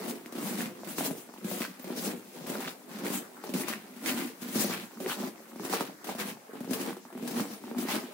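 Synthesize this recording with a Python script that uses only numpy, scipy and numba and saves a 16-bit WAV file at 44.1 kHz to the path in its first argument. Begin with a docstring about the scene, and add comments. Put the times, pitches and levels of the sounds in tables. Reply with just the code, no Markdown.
"""Boots tread packed snow on the hollow floor of a glazed porch, under a hand-held two-port phone.
Packing snow is dull rings at the floor's modes, crust is short ringing grains, grit and powder are
showers of coloured clicks; louder slabs snap, thud and throw powder. Creaks, crumbs and thin squeaks join them.
The walls answer with a short noise echo and two humming standing waves, over wavering still air."""
import sys
import numpy as np
from scipy import signal
from scipy.fft import rfft, irfft, next_fast_len
from scipy.io import wavfile
from scipy.ndimage import uniform_filter1d
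from numba import njit

SR = 44100
rng = np.random.default_rng(int(sys.argv[2]) if len(sys.argv) > 2 else 0)


def bounce(signal):
    """Save signal as a 16-bit WAV file at the path given by the first command-line argument."""
    frames = np.transpose(np.atleast_2d(signal))
    limited = np.clip(frames, -1, 1)
    pcm = np.round(limited * 32767).astype(np.int16)
    wavfile.write(sys.argv[1], SR, pcm)


N = 358533
LEFT_LEAD_S = 8e-5  # the left port hears the boots first


def crunch():
    """Packing, crust, grit and powder under the sole share sudden slips, each to its own degree."""
    pack_db, crust_db, grit_db, powder_db = stages()
    slip = slips(60, 0.047)
    return (packing() * undb(pack_db + 0.5001 * slip + 1.3 * walk(30))
            + crust(grit_db - crust_db) * undb(crust_db + 0.73 * slip)
            + grit() * undb(grit_db + 1.32 * slip)
            + powder(slip) * undb(powder_db))


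# The sole sinking in stages. Each row: start in seconds, hold in seconds, then the levels in dB
# of packing, crust, grit and powder.
CRUSHES = [(0.0, 0.11, -39.5, -45, -46.5, -38.5), (0.363, 0.06, -42, -46.5, -47.5, -44),
           (0.45, 0.017, -34.5, -45.5, -46, -33), (0.485, 0.024, -40, -47.5, -45, -33),
           (0.54, 0.02, -45, -49.5, -48, -42), (0.58, 0.037, -35.5, -45, -42.5, -36),
           (0.647, 0.012, -38, -49, -44, -50), (0.763, 0.043, -49, -52.5, -58.5, -50.5),
           (0.873, 0.052, -43, -48, -48, -41), (0.997, 0.073, -34, -44, -44, -32),
           (1.09, 0.034, -39.5, -53, -60.5, -46), (1.17, 0.018, -45, -60.5, -59.5, -43),
           (1.46, 0.13, -41, -45.5, -48.5, -40.5), (1.621, 0.015, -41.5, -56, -37.5, -44),
           (1.875, 0.06, -43, -48, -50.5, -49), (1.975, 0.055, -42, -49, -50.5, -37.5),
           (2.055, 0.062, -39, -46, -46.5, -38), (2.363, 0.1, -44.5, -52.5, -53, -50),
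           (2.48, 0.12, -38.5, -45, -46, -44), (2.619, 0.062, -40.5, -43.5, -43, -42),
           (2.701, 0.018, -49, -57.5, -52, -57), (2.913, 0.098, -42.5, -51, -50.5, -51),
           (3.06, 0.02, -33.5, -41, -40.5, -36.5), (3.135, 0.019, -34.5, -45.5, -44, -33),
           (3.448, 0.071, -48, -50.5, -53, -49.5), (3.56, 0.058, -32.5, -47.5, -46, -36.5),
           (3.68, 0.04, -40.5, -44.5, -40, -48), (4.074, 0.039, -35, -41.5, -38.5, -34),
           (4.178, 0.04, -34.5, -41.5, -40, -36), (4.256, 0.022, -41.5, -59, -48.5, -44),
           (4.429, 0.1, -41.5, -55, -50.5, -41.5), (4.558, 0.11, -31, -43.5, -43, -32),
           (4.708, 0.032, -37, -40.5, -36.5, -35), (4.776, 0.056, -45.5, -48, -45, -45.5),
           (5.031, 0.039, -35, -47, -55.5, -49), (5.093, 0.038, -48, -40.5, -38.5, -38),
           (5.186, 0.074, -37.5, -44, -45.5, -46), (5.597, 0.071, -52, -50, -55.5, -55),
           (5.654, 0.001, -39.5, -45.5, -44.5, -39), (5.731, 0.016, -41, -36.5, -37.5, -33),
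           (5.769, 0.031, -57, -47.5, -41, -52), (5.799, 0.02, -49, -38.5, -42.5, -55),
           (5.852, 0.026, -45.5, -49.5, -47.5, -52), (6.081, 0.046, -41, -44, -45, -51),
           (6.201, 0.011, -39.5, -42, -41, -42.5), (6.266, 0.034, -38.5, -47.5, -47, -43.5),
           (6.56, 0.13, -45, -55.5, -58, -61), (6.729, 0.024, -33, -44.5, -45.5, -37.5),
           (6.793, 0.095, -35.5, -42.5, -43.5, -44), (7.164, 0.044, -44.5, -52, -62, -65),
           (7.236, 0.097, -40.5, -49.5, -51, -45), (7.366, 0.04, -35, -41, -41, -35.5),
           (7.464, 0.08, -50.5, -55.5, -54.5, -48.5), (7.653, 0.071, -46, -53.5, -56.5, -56),
           (7.789, 0.048, -34.5, -50, -48.5, -39.5), (7.897, 0.02, -33, -38.5, -35.5, -36.5),
           (7.95, 0.013, -38, -40.5, -41, -41)]
# How much loose snow trickles after a stage, along the porch. Each row: time in seconds, level in dB.
LOOSENESS = [(0.1, 4.5), (1.1, -12), (1.7, 7), (2.1, 4), (2.7, -6.5), (3.2, 3.5), (3.7, 6.5), (4.7, -7),
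             (5.3, -2), (6.3, -23), (6.9, -5), (7.5, 5), (8, 2)]
# Rise and fall of a stage. Each list: packing, crust, grit, powder, in dB per second.
RISE_DB_S = (255, 335, 371, 384)
FALL_DB_S = (205, 278, 318.5, 304)
# Trickle of loosened snow, same order of layers: level in dB against the stage, fall in dB per second.
SETTLE_DB = (-23, -17, -18.5, -25)
SETTLE_FALL_DB_S = (10, 26, 34.2, 6.4)


def stages():
    """Levels in dB of the four layers: each stage rises, holds, falls and leaves a slow trickle."""
    t = np.arange(0, N / SR + .01, .002)
    s, hold, *tops_db = np.transpose(CRUSHES)[..., None]
    early, late = np.maximum(s - t, 0), np.maximum(t - s - hold, 0)
    loose_db = np.interp(s, *np.transpose(LOOSENESS))
    levels = []
    for top, rise, fall, settle, slow in zip(tops_db, RISE_DB_S, FALL_DB_S, SETTLE_DB, SETTLE_FALL_DB_S):
        after = undb(-fall * late) + undb(settle + loose_db - slow * late)
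        gain = undb(top - rise * early) * after
        power_db = 10 * np.log10(np.sum(gain ** 2, axis=0))
        levels.append(np.interp(np.arange(N) / SR, t, power_db))
    return levels


# Resonances of the hollow floor. Each row: pitch in Hz, level in dB, time to fall 60 dB in seconds.
FLOOR_MODES = [(135, -7, 0.066), (160, -1.5, 0.053), (191, -0.5, 0.095), (242.6, 0.5, 0.074),
               (296.6, -0.5, 0.05), (358.6, -7, 0.1), (459, -4.5, 0.048)]
# How hollow the floor sounds along the porch. Each row: time in seconds, gain of the deep modes
# in dB per octave below 240 Hz.
HOLLOWNESS = [(0.1, -3), (0.5, 6), (1.05, 10), (1.55, 3), (2.05, 3.5), (2.55, 7.5), (3.05, 0), (3.55, 2),
              (3.72, -5), (4.15, -4), (4.6, 5), (5.15, 0.5), (5.7, 7), (6.2, 5), (6.75, -8), (7.3, 9.5),
              (7.9, -12)]


def packing():
    """Dull breaks in the packing snow each ring one floor mode, opening with a higher crack."""
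    at_s, size, lead_s, pan_db, odd = grains(2.4, 1e-4, count=2800)
    hz, db, t60 = np.array(FLOOR_MODES)[rng.integers(len(FLOOR_MODES), size=len(odd))].T
    hollow_db = np.interp(at_s, *np.transpose(HOLLOWNESS))
    size = size * undb(db + hollow_db * np.maximum(np.log2(240 / hz), 0))
    dull = unit_cracked = rings(at_s, size, lead_s, pan_db, hz * np.exp(0.047 * odd), t60, 0.0075)
    crack = rings(at_s, size, lead_s, pan_db, 2.95 * hz, 4.6 / (3 * hz), 0.17)
    return unit(dull + 0.7 * crack)


CRUST_HZ, CRUST_OCT_PER_DB = 1180, 0.53  # the grittier a stage against its crust, the higher the grains
CRUST_TOP_HZ = 2330  # ceiling before the pitches scatter


def crust(grittiness_db):
    """Crust grains ring briefly, scattered round a pitch that follows the grittiness of the stage."""
    at_s, size, lead_s, pan_db, odd = grains(2.46, 0.00027, count=7500)
    sample = (at_s * SR).astype(int)
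    slab_hz = CRUST_HZ * 2 ** (CRUST_OCT_PER_DB * grittiness_db[sample])
    slab_hz = np.minimum(slab_hz, CRUST_TOP_HZ)
    clump = walk(70)[sample]  # neighbours in time come from one clump
    hz = np.clip(slab_hz * np.exp(0.35 * odd + 0.24 * clump), 400, 6000)
    return unit(rings(at_s, size, lead_s, pan_db, hz, 11 / hz, 0.089))


# Colour of grit. Each row: frequency in Hz, level in dB per Hz.
GRIT = [(1200, 0.5), (2000, 0.5), (3200, -3), (4500, -3), (7000, -10.5), (16000, -7.5)]


def grit():
    """A shower of coloured clicks, whose harder chips flicker in level."""
    shower = unit(colour(clicks(*grains(0.43, 1.2e-4, count=9000)[:4]), GRIT))
    chips = band(shower, 2400, 4500)
    return shower + chips * (undb(2.08 * walk(20)) - 1)


# Colour of powder. Each row: frequency in Hz, level in dB per Hz.
POWDER = [(2500, -5.5), (4500, -4), (7000, -2), (11000, 0), (13500, -2.5), (16000, 3.5)]
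# Sizes of dust. Each row: low edge in Hz, high edge in Hz.
DUST_BANDS = [(6500, 8800), (9000, 10750), (12000, 15300)]
DUST_FLICKER_DB = 0.5


def powder(slip):
    """A dense hiss of tiny clicks, each size of dust and the coarser crystals coming and going alone."""
    hiss = unit(colour(clicks(*grains(0.67, 3e-4, count=80000)[:4]), POWDER))
    hiss = hiss * undb(1.32 * slip + 3.3 * walk(25))
    for lo_hz, hi_hz in DUST_BANDS:
        flicker_db = DUST_FLICKER_DB * walk(18) + 1.56 * slips(32, 0.011)
        hiss = hiss + band(hiss, lo_hz, hi_hz) * (undb(flicker_db) - 1)
    crystals_db = 2.9 * walk(22) + 1.86 * slips(33, 0.019) + swish_db()
    return hiss + band(hiss, 3500, 7000) * (undb(crystals_db) - 1)


# The boot sweeps coarse crystals aside, in one row: centre in seconds, half length in seconds, swell in dB.
SWISH = (7.5, 0.04, 7)


def swish_db():
    """A brief bell-shaped swell of the coarser crystals."""
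    s, half, db = SWISH
    return db * np.exp(-((np.arange(N) / SR - s) / half) ** 2)


# Loud breaks. Each row: start in seconds, snap level in relative dB, snap pitch in Hz,
# thud level in relative dB, thud pitch in Hz, powder burst level in relative dB.
BREAKS = [(0.098, -43, 700, -25, 238, -53), (0.154, -48, 810, -26.5, 245, -48),
          (0.259, -19.5, 2100, -30.5, 300, -47.5), (0.323, -25, 680, -28, 262, -43.5),
          (0.352, -27, 953, -24, 273, -46), (0.383, -19, 590, -23.5, 298, -42),
          (0.427, -36, 700, -20, 257, -52), (0.531, -36, 700, -25, 245, -55),
          (0.584, -25, 904, -22, 221, -35.5), (0.605, -13, 1800, -43, 240, -46),
          (0.658, -17, 2500, -44, 240, -49), (0.833, -18.5, 655, -63.5, 350, -61),
          (0.845, -41, 900, -54, 250, -46), (0.879, -30, 1200, -32, 253, -53),
          (0.982, -14, 1020, -19.5, 310, -31), (1.007, -9.5, 760, -17.5, 255, -53),
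          (1.048, -30, 900, -36, 250, -45), (1.087, -37, 700, -27, 242, -53),
          (1.108, -13, 630, -21, 237, -42.5), (1.289, -27, 695, -34, 247, -63),
          (1.338, -25.5, 940, -35.5, 252, -50.5), (1.381, -31, 800, -35, 252, -52),
          (1.444, -53, 604, -17, 180, -41), (1.513, -13.5, 627, -20, 184, -37),
          (1.604, -19, 711, -19, 238, -37.5), (1.618, -11, 2650, -27, 230, -40),
          (1.65, -13, 1580, -47, 226, -43), (1.677, -42, 700, -31, 258, -62),
          (1.795, -26, 600, -31, 245, -45), (1.842, -22, 607, -28, 193, -44),
          (1.901, -16, 666, -20, 246, -62), (1.926, -26, 1300, -28, 240, -57),
          (1.953, -40, 700, -26, 248, -55), (1.976, -29, 700, -21.5, 240, -60),
          (2.021, -32, 700, -27, 209, -57), (2.074, -28, 616, -18, 199, -51),
          (2.133, -43, 700, -22, 223, -59), (2.174, -45.5, 700, -31.5, 193, -66),
          (2.354, -41, 700, -40, 225, -64), (2.386, -39, 624, -30, 234, -53.5),
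          (2.44, -43, 700, -28, 250, -58), (2.467, -43, 732, -46, 275, -40.5),
          (2.496, -37, 834, -21, 237, -40), (2.553, -16, 1450, -29, 240, -56),
          (2.604, -21, 620, -48, 275, -38), (2.677, -11.5, 1550, -48, 240, -45),
          (2.706, -25, 1900, -50, 240, -49), (2.818, -36, 1000, -55, 250, -86),
          (2.89, -41, 1000, -41, 250, -53), (2.92, -35.5, 870, -46, 252, -64),
          (2.986, -40, 1200, -45, 250, -44), (3.033, -40, 700, -22.5, 235, -51),
          (3.048, -24, 1000, -21, 283, -41), (3.065, -13, 2200, -53, 213, -55),
          (3.074, -22, 1500, -36, 240, -50), (3.1, -33, 900, -18, 245, -39),
          (3.14, -19, 820, -54, 293, -41), (3.438, -17, 825, -26, 440, -43.5),
          (3.491, -19.5, 620, -22, 228, -43), (3.538, -41, 705, -16.5, 210, -32.5),
          (3.549, -40, 700, -14, 200, -57), (3.575, -35, 700, -23.5, 222, -45),
          (3.683, -12.5, 1150, -45, 223, -32), (3.699, -20, 650, -30, 297, -43),
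          (3.727, -13, 1900, -52, 223, -44), (3.735, -11, 1800, -53, 240, -50),
          (3.962, -46, 700, -32.5, 238, -52), (4.02, -25, 700, -29, 240, -65),
          (4.041, -27, 600, -35, 256, -65), (4.06, -13, 2260, -32, 248, -30),
          (4.092, -9, 2500, -20.5, 304, -34.5), (4.14, -42, 800, -21.5, 233, -40),
          (4.186, -37, 900, -25, 245, -45), (4.241, -36, 800, -26, 238, -58),
          (4.418, -40, 1670, -24.5, 191, -42.5), (4.456, -39, 840, -30, 228, -54),
          (4.485, -42, 700, -23, 196, -45), (4.555, -26, 600, -10.5, 220, -57),
          (4.573, -40, 700, -17, 215, -62), (4.643, -14, 590, -19.5, 354, -36),
          (4.696, -16.5, 850, -21, 237, -47), (4.763, -40, 800, -30, 248, -60),
          (4.909, -28, 910, -53, 334, -62), (4.972, -26, 1190, -33, 235, -73),
          (5.002, -15.5, 585, -24.5, 233, -42), (5.061, -13, 1960, -21, 350, -54),
          (5.097, -15, 1400, -43, 215, -41), (5.118, -16, 1100, -33, 300, -50),
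          (5.2, -38, 611, -24, 288, -49), (5.231, -17, 726, -20, 191, -54),
          (5.274, -18.5, 608, -24, 203, -44), (5.518, -30, 1190, -41, 260, -63),
          (5.531, -31, 900, -39, 305, -62), (5.558, -24.5, 754, -28.5, 255, -51),
          (5.596, -18.5, 870, -26, 180, -51), (5.633, -28, 1200, -33, 300, -57),
          (5.649, -26, 953, -20, 315, -37), (5.66, -24, 800, -46, 300, -55),
          (5.697, -23, 670, -22.5, 318, -36.5), (5.727, -11, 800, -34, 400, -43),
          (5.735, -6, 900, -13, 450, -34), (5.746, -19, 650, -31, 400, -52),
          (5.786, -22, 1600, -36, 300, -57), (5.807, -6.5, 950, -17.5, 258, -33),
          (6.043, -25, 750, -33, 254, -39.5), (6.07, -24, 703, -41, 291, -40),
          (6.09, -12, 760, -53, 345, -44), (6.095, -16, 750, -36, 345, -47),
          (6.113, -25, 1000, -40, 300, -52), (6.149, -18, 640, -23, 215, -44),
          (6.183, -30, 1500, -29, 250, -45), (6.192, -40, 700, -24, 223, -58),
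          (6.251, -37, 700, -28, 205, -58), (6.31, -40, 700, -28, 215, -58),
          (6.37, -26, 825, -60, 274, -80), (6.532, -26, 730, -28, 366, -53),
          (6.605, -20.5, 604, -20, 209, -48), (6.644, -24.5, 876, -28, 209, -49),
          (6.675, -35, 657, -23, 256, -62), (6.693, -40, 600, -20, 241, -63),
          (6.708, -42, 600, -15, 237, -36.5), (6.732, -19, 660, -26, 272, -31.5),
          (6.8, -30, 716, -20, 256, -42), (6.811, -27, 900, -24.5, 298, -37.5),
          (6.883, -22, 1300, -33, 262, -52), (6.895, -21, 800, -25, 260, -49),
          (6.904, -19.5, 900, -26.5, 269, -48), (6.928, -20, 1100, -50, 231, -52),
          (6.967, -23, 834, -32.5, 350, -50), (7.051, -24.5, 885, -36, 237, -62),
          (7.059, -34, 1200, -58, 240, -75), (7.102, -26.5, 844, -55, 248, -64),
          (7.126, -30, 1070, -31, 367, -55), (7.135, -39, 1300, -48, 250, -75),
          (7.15, -27, 870, -28, 240, -64), (7.176, -25, 850, -44, 369, -51),
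          (7.196, -26, 900, -43, 260, -64), (7.224, -32, 636, -21, 227, -50),
          (7.242, -32, 700, -24, 260, -63), (7.276, -45, 900, -38, 250, -35.5),
          (7.309, -25, 829, -27, 362, -39), (7.397, -13, 935, -38, 251, -54),
          (7.401, -37, 700, -13, 197, -54), (7.453, -24, 900, -26, 280, -49),
          (7.51, -31, 721, -36, 270, -52), (7.551, -37, 805, -45.5, 256, -69),
          (7.638, -24, 910, -30, 244, -55), (7.679, -22.5, 810, -46, 264, -68),
          (7.712, -21, 940, -25.5, 217, -69), (7.747, -20.5, 820, -29, 251, -66),
          (7.783, -36, 1570, -19.5, 259, -36.5), (7.826, -23, 999, -26, 227, -56),
          (7.85, -29, 700, -19, 274, -60), (7.885, -15, 850, -24, 256, -44),
          (7.945, -31, 700, -20, 410, -45), (7.975, -28, 900, -25, 243, -52),
          (8.036, -28, 1010, -25, 264, -50)]
SNAP_LAG_S = 0.001176  # the snap follows the first powder
KNOCK_CYCLES, SWELL_CYCLES = 10.4, 4  # cycles of the knock's ring and of its swell
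BREAK_PAN_DB, BREAK_PAN_SPREAD_DB = 0.2, 4  # left minus right


def breaks():
    """Each slab that gives way snaps, thuds into the floor and throws a burst of powder."""
    s, snap_db, snap_hz, thud_db, thud_hz, burst_db = np.transpose(BREAKS)
    crack_s = s + SNAP_LAG_S
    pan_db = BREAK_PAN_DB + BREAK_PAN_SPREAD_DB * rng.standard_normal(len(s))
    out = rings(crack_s, undb(snap_db - 13.5), LEFT_LEAD_S, pan_db, snap_hz, 12.8 / snap_hz, 0.023)
    # a shorter, higher ring sharpens the edge
    out = out + rings(crack_s, undb(snap_db - 17.0), LEFT_LEAD_S, pan_db, 1.33 * snap_hz, 6.5 / snap_hz, 0.21)
    for hz, db, t60 in FLOOR_MODES:
        off_db = 18 * np.abs(np.log2(hz / thud_hz))  # each blow wakes the modes nearest its own pitch
        size = undb(thud_db - 10.0 - off_db)
        out = out + rings(s + 0.0017, size, LEFT_LEAD_S, 0 * s, hz + 0 * s, t60 + 0 * s, 0.013)
    # the slab's own short knock swells, then dies: a long ring minus a short one
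    for cycles, sign in ((KNOCK_CYCLES, 1), (SWELL_CYCLES, -1)):
        size = sign * undb(thud_db - 5.5)
        out = out + rings(crack_s, size, LEFT_LEAD_S, 0 * s, thud_hz, cycles / thud_hz, 0.)
    fade = np.exp(-np.arange(SR // 10) / SR / 0.018)
    burst = signal.fftconvolve(clicks(s, undb(burst_db), 0, pan_db), fade[None], axes=1)[:, :N]
    spray = rng.standard_normal((2, N))
    return out + burst * (unit(colour(spray, POWDER)) + 0.37 * unit(colour(spray, GRIT)))


# Creaks of pressed crust. Each row: start in seconds, length in seconds, pitch in Hz, level in dB.
CREAKS = [(0.442, 0.032, 2220, -42), (1.595, 0.025, 1800, -47), (1.63, 0.038, 2180, -34),
          (2.672, 0.023, 3650, -27.5), (3.6, 0.053, 2200, -32.5), (3.72, 0.021, 1860, -33),
          (4.056, 0.032, 2120, -33), (4.079, .025, 2950, -22), (4.701, 0.023, 1160, -32.5),
          (4.729, 0.026, 2250, -29), (5.1, .035, 1470, -29.5), (6.111, 0.018, 805, -36),
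          (6.294, 0.023, 2750, -38), (6.455, 0.016, 1920, -65), (7.884, 0.031, 850, -28.5),
          (7.896, 0.028, 2080, -41)]
CREAK_CYCLES = 9.3  # cycles in which a slip falls 60 dB


def creaks():
    """Each creak is a quick run of eight slips that ring near one pitch."""
    s, length, hz, db = np.transpose(CREAKS)[..., None]
    u = rng.random((len(CREAKS), 2, 8))
    at_s = (s + length * u[:, 0]).ravel()
    pitch = (hz * np.exp(0.22 * (u[:, 1] - .5))).ravel()
    size = (undb(db) + 0 * u[:, 0]).ravel()
    return rings(at_s, size, LEFT_LEAD_S, 0 * size, pitch, CREAK_CYCLES / pitch, 0.026)


CRUMB_DB, CRUMB_HZ = -58, 1084  # middle of their wavering level, middle of their scattered pitches


def crumbs():
    """Stray crumbs of crust drop all along, each a short ring."""
    *where, odd = grains(3.8, 0.00018, count=2000)
    hz = np.clip(CRUMB_HZ * np.exp(0.5 * odd), 300, 5000)
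    return undb(CRUMB_DB + 3.4 * walk(12)) * rings(*where, hz, 12 / hz, 0.087)


# Thin squeaks. Each row: start in seconds, length in seconds, first pitch in Hz, last pitch in Hz, level in dB.
SQUEAKS = [(1.816, 0.028, 14500, 15000, -45), (7.528, 0.068, 10700, 9100, -54)]


def squeaks():
    """Faint high gliding whistles, perhaps rubber on ice."""
    out, t = np.zeros(N), np.arange(N) / SR
    for s, length, first_hz, last_hz, db in SQUEAKS:
        part = np.clip((t - s) / length, 0, 1)
        hz = last_hz + (first_hz - last_hz) * (1 - part) ** 2
        out += undb(db) * np.sin(np.pi * part) ** .5 * np.sin(2 * np.pi * np.cumsum(hz) / SR)
    return out


ECHO_T60_S, ECHO_DB = 0.16, -4
ECHO_ALIKE_HZ = 645  # below this the echo is much alike at both ports


def porch(dry):
    """A short diffuse echo from walls and glass: fading noise, drawn anew each quarter second."""
    t, out, hop = np.arange(SR // 2) / SR, np.zeros((2, N + 2 * SR)), SR // 4
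    source = np.pad(dry.mean(axis=0), (hop, 2 * hop))
    for start in range(0, N + hop, hop):
        fade = np.exp(-np.log(1000) * t / ECHO_T60_S) * (t > .004)
        tail = alike_in_bass(len(t), ECHO_ALIKE_HZ) * fade
        piece = source[start:start + 2 * hop] * np.hanning(2 * hop)  # overlapping pieces crossfade
        echo = signal.fftconvolve(piece[None], tail / np.sqrt(np.sum(tail ** 2) / 2), axes=1)
        out[:, start:start + echo.shape[1]] += echo
    return undb(ECHO_DB) * out[:, hop:hop + N]


# Standing waves that hum on after a tread. Each row: pitch in Hz, time to fall 60 dB in seconds, level in dB.
PORCH_MODES = [(124.8, 0.49, 3.5), (242, 0.3, -13.5)]


def hum(dry):
    """Narrow standing waves between the walls, alike at both ports."""
    source, out = dry.mean(axis=0), 0
    for hz, t60, db in PORCH_MODES:
        quality = np.pi * hz * t60 / np.log(1000)
        out = out + undb(db) * signal.lfilter(*signal.iirpeak(hz, quality, fs=SR), source)
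    return out


# Colour of the still air. Each row: frequency in Hz, level in dB per Hz.
STILL = [(18, -83), (30, -50), (60, -40), (95, -29), (125, -18), (170, -9), (233, -3), (526, -13.5),
         (2120, -18.5), (3220, -23.5), (5500, -23.5), (14000, -22.5), (16000, -21.5)]
STILL_DB = -53.5  # rms before the middle wavers
RUSTLE_DB = 3.5  # how much the middle wavers


def still_air():
    """Coloured noise, much alike at both ports in the bass, with four octaves that waver on their own."""
    still = unit(colour(alike_in_bass(N, 530), STILL)) * undb(STILL_DB)
    for lo_hz in (500, 1000, 1990, 3940):
        still = still + band(still, lo_hz, 2 * lo_hz) * (undb(RUSTLE_DB * walk(14)) - 1)
    return still


def undb(db):
    """Decibels to gain."""
    return 10 ** (np.asarray(db) / 20)


def unit(x):
    """Scale to rms 1."""
    return x / np.sqrt(np.mean(x ** 2))


def band(x, lo_hz, hi_hz):
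    """The part of a sound between two frequencies."""
    return signal.sosfilt(signal.butter(2, [lo_hz, hi_hz], "band", fs=SR, output="sos"), x)


def colour(x, table):
    """Shape a sound by (Hz, dB) points joined on a log axis."""
    size = next_fast_len(N)
    hz, db = np.transpose(table)
    axis_hz = np.arange(size // 2 + 1) * SR / size + 1
    gain = undb(np.interp(np.log(axis_hz), np.log(hz), db))
    return irfft(rfft(x, size) * gain, size)[..., :N]


def walk(rate):
    """Random levels held 1 / rate s and slewed; spread near 1."""
    k = int(SR / rate)
    return uniform_filter1d(np.repeat(rng.standard_normal(N // k + 1), k), k // 2)[:N]


def slips(rate, fade_s):
    """Sudden slips, rate per second, that die away; mean 0, spread 1."""
    jumps = (rng.random(N) < rate / SR) * np.minimum(rng.exponential(size=N), 2.0)
    x = signal.lfilter([1], [1, -np.exp(-1 / (fade_s * SR))], jumps)
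    return unit(x - x.mean())


def alike_in_bass(size, split_hz):
    """Two noises, sharing one source below a gentle split and unrelated above it."""
    low = signal.lfilter(*signal.butter(1, split_hz, fs=SR), rng.standard_normal(size))
    return low + signal.lfilter(*signal.butter(1, split_hz, "high", fs=SR), rng.standard_normal((2, size)))


def grains(scatter_db, spread_s, count):
    """Random breaks all round the boot: time, size, lead, pan and a spare draw; a few are larger."""
    u = rng.random((count, 3)).T
    g = rng.standard_normal((count, 3)).T
    size = np.sign(u[1] - .5) * undb(scatter_db * np.minimum(-np.log(1 - u[2]), 3.5))
    return u[0] * N / SR, size, LEFT_LEAD_S + spread_s * g[0], 5.0 * g[1], g[2]


def ports(at_s, size, lead_s, pan_db):
    """Arrival samples and gains at the two ports; the left arrives earlier by the lead."""
    start = (np.array([at_s - lead_s, at_s]) * SR).astype(np.int64)
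    return start, size * undb(np.array([pan_db, -pan_db]) / 2)


@njit
def add(out, start, gain, hz, t60, glide):
    """Add one decaying sine per grain to each port; its pitch sinks by the fraction glide."""
    for k in range(len(hz)):
        z, p = 1 + 0j, np.exp(2j * np.pi * hz[k] / SR - np.log(1000) / (t60[k] * SR))
        size = int(.8 * t60[k] * SR) + 1
        bend = np.exp(-2j * np.pi * hz[k] * glide / SR / size)
        for i in range(size):
            for c in range(2):
                j = start[c, k] + i
                if 0 <= j < out.shape[1]:
                    out[c, j] += gain[c, k] * z.imag
            z *= p
            p *= bend


def rings(at_s, size, lead_s, pan_db, hz, t60, glide):
    """Grains that ring at their own pitch."""
    out = np.zeros((2, N))
    add(out, *ports(at_s, size, lead_s, pan_db), 1. * hz, 1. * t60, glide)
    return out


def clicks(at_s, size, lead_s, pan_db):
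    """Bare impulses at both ports."""
    out = np.zeros((2, N))
    for port, start, gain in zip(out, *ports(at_s, size, lead_s, pan_db)):
        np.add.at(port, np.clip(start, 0, N - 1), gain)
    return out


BREAK_ECHO_DB = -2.5  # snow muffles breaks right under the sole before they reach the walls


def scene():
    """Boots, their echo and hum, and the still air."""
    slabs = breaks()
    boots = crunch() + creaks() + crumbs() + squeaks()
    echo = porch(boots + undb(BREAK_ECHO_DB) * slabs)
    return boots + slabs + echo + hum(boots + slabs) + still_air()


# Right port of the phone. Each row: frequency in Hz, level in dB against the left.
RIGHT_PORT = [(200, -0.27), (700, -0.5), (1300, -0.6), (2400, 2), (4400, -1.4), (8100, -2), (12000, -5.5),
              (16000, -8)]
# The hand jolts the phone. Each row: start in seconds, level in dB.
JOLTS = [(0.259, -63), (0.982, -48), (1.345, -68), (3.549, -58), (4.629, -72)]
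BASS_CUT_HZ, TOP_HZ = 195.5, 15700
BASS_LEAK_DB, LEAK_CUT_HZ = -36, 54  # the bass cut is deep but not total


def record(dry):
    """The right port is duller; the phone cuts bass and top, and deep jolts of the hand come through."""
    both = np.array([dry[0], colour(dry[1], RIGHT_PORT)])
    cut = signal.sosfilt(signal.butter(6, BASS_CUT_HZ, "high", fs=SR, output="sos"), both)
    leak = signal.lfilter(*signal.butter(2, LEAK_CUT_HZ, "high", fs=SR), both)
    s, db = np.transpose(JOLTS)
    jolts = rings(s, undb(db), 0, 0 * s, 45 + 0 * s, 0.05 + 0 * s, .1)
    both = cut + undb(BASS_LEAK_DB) * leak + jolts
    return signal.sosfilt(signal.ellip(10, .2, 80, TOP_HZ, fs=SR, output="sos"), both)


dry = scene()
out = record(dry)
bounce(out)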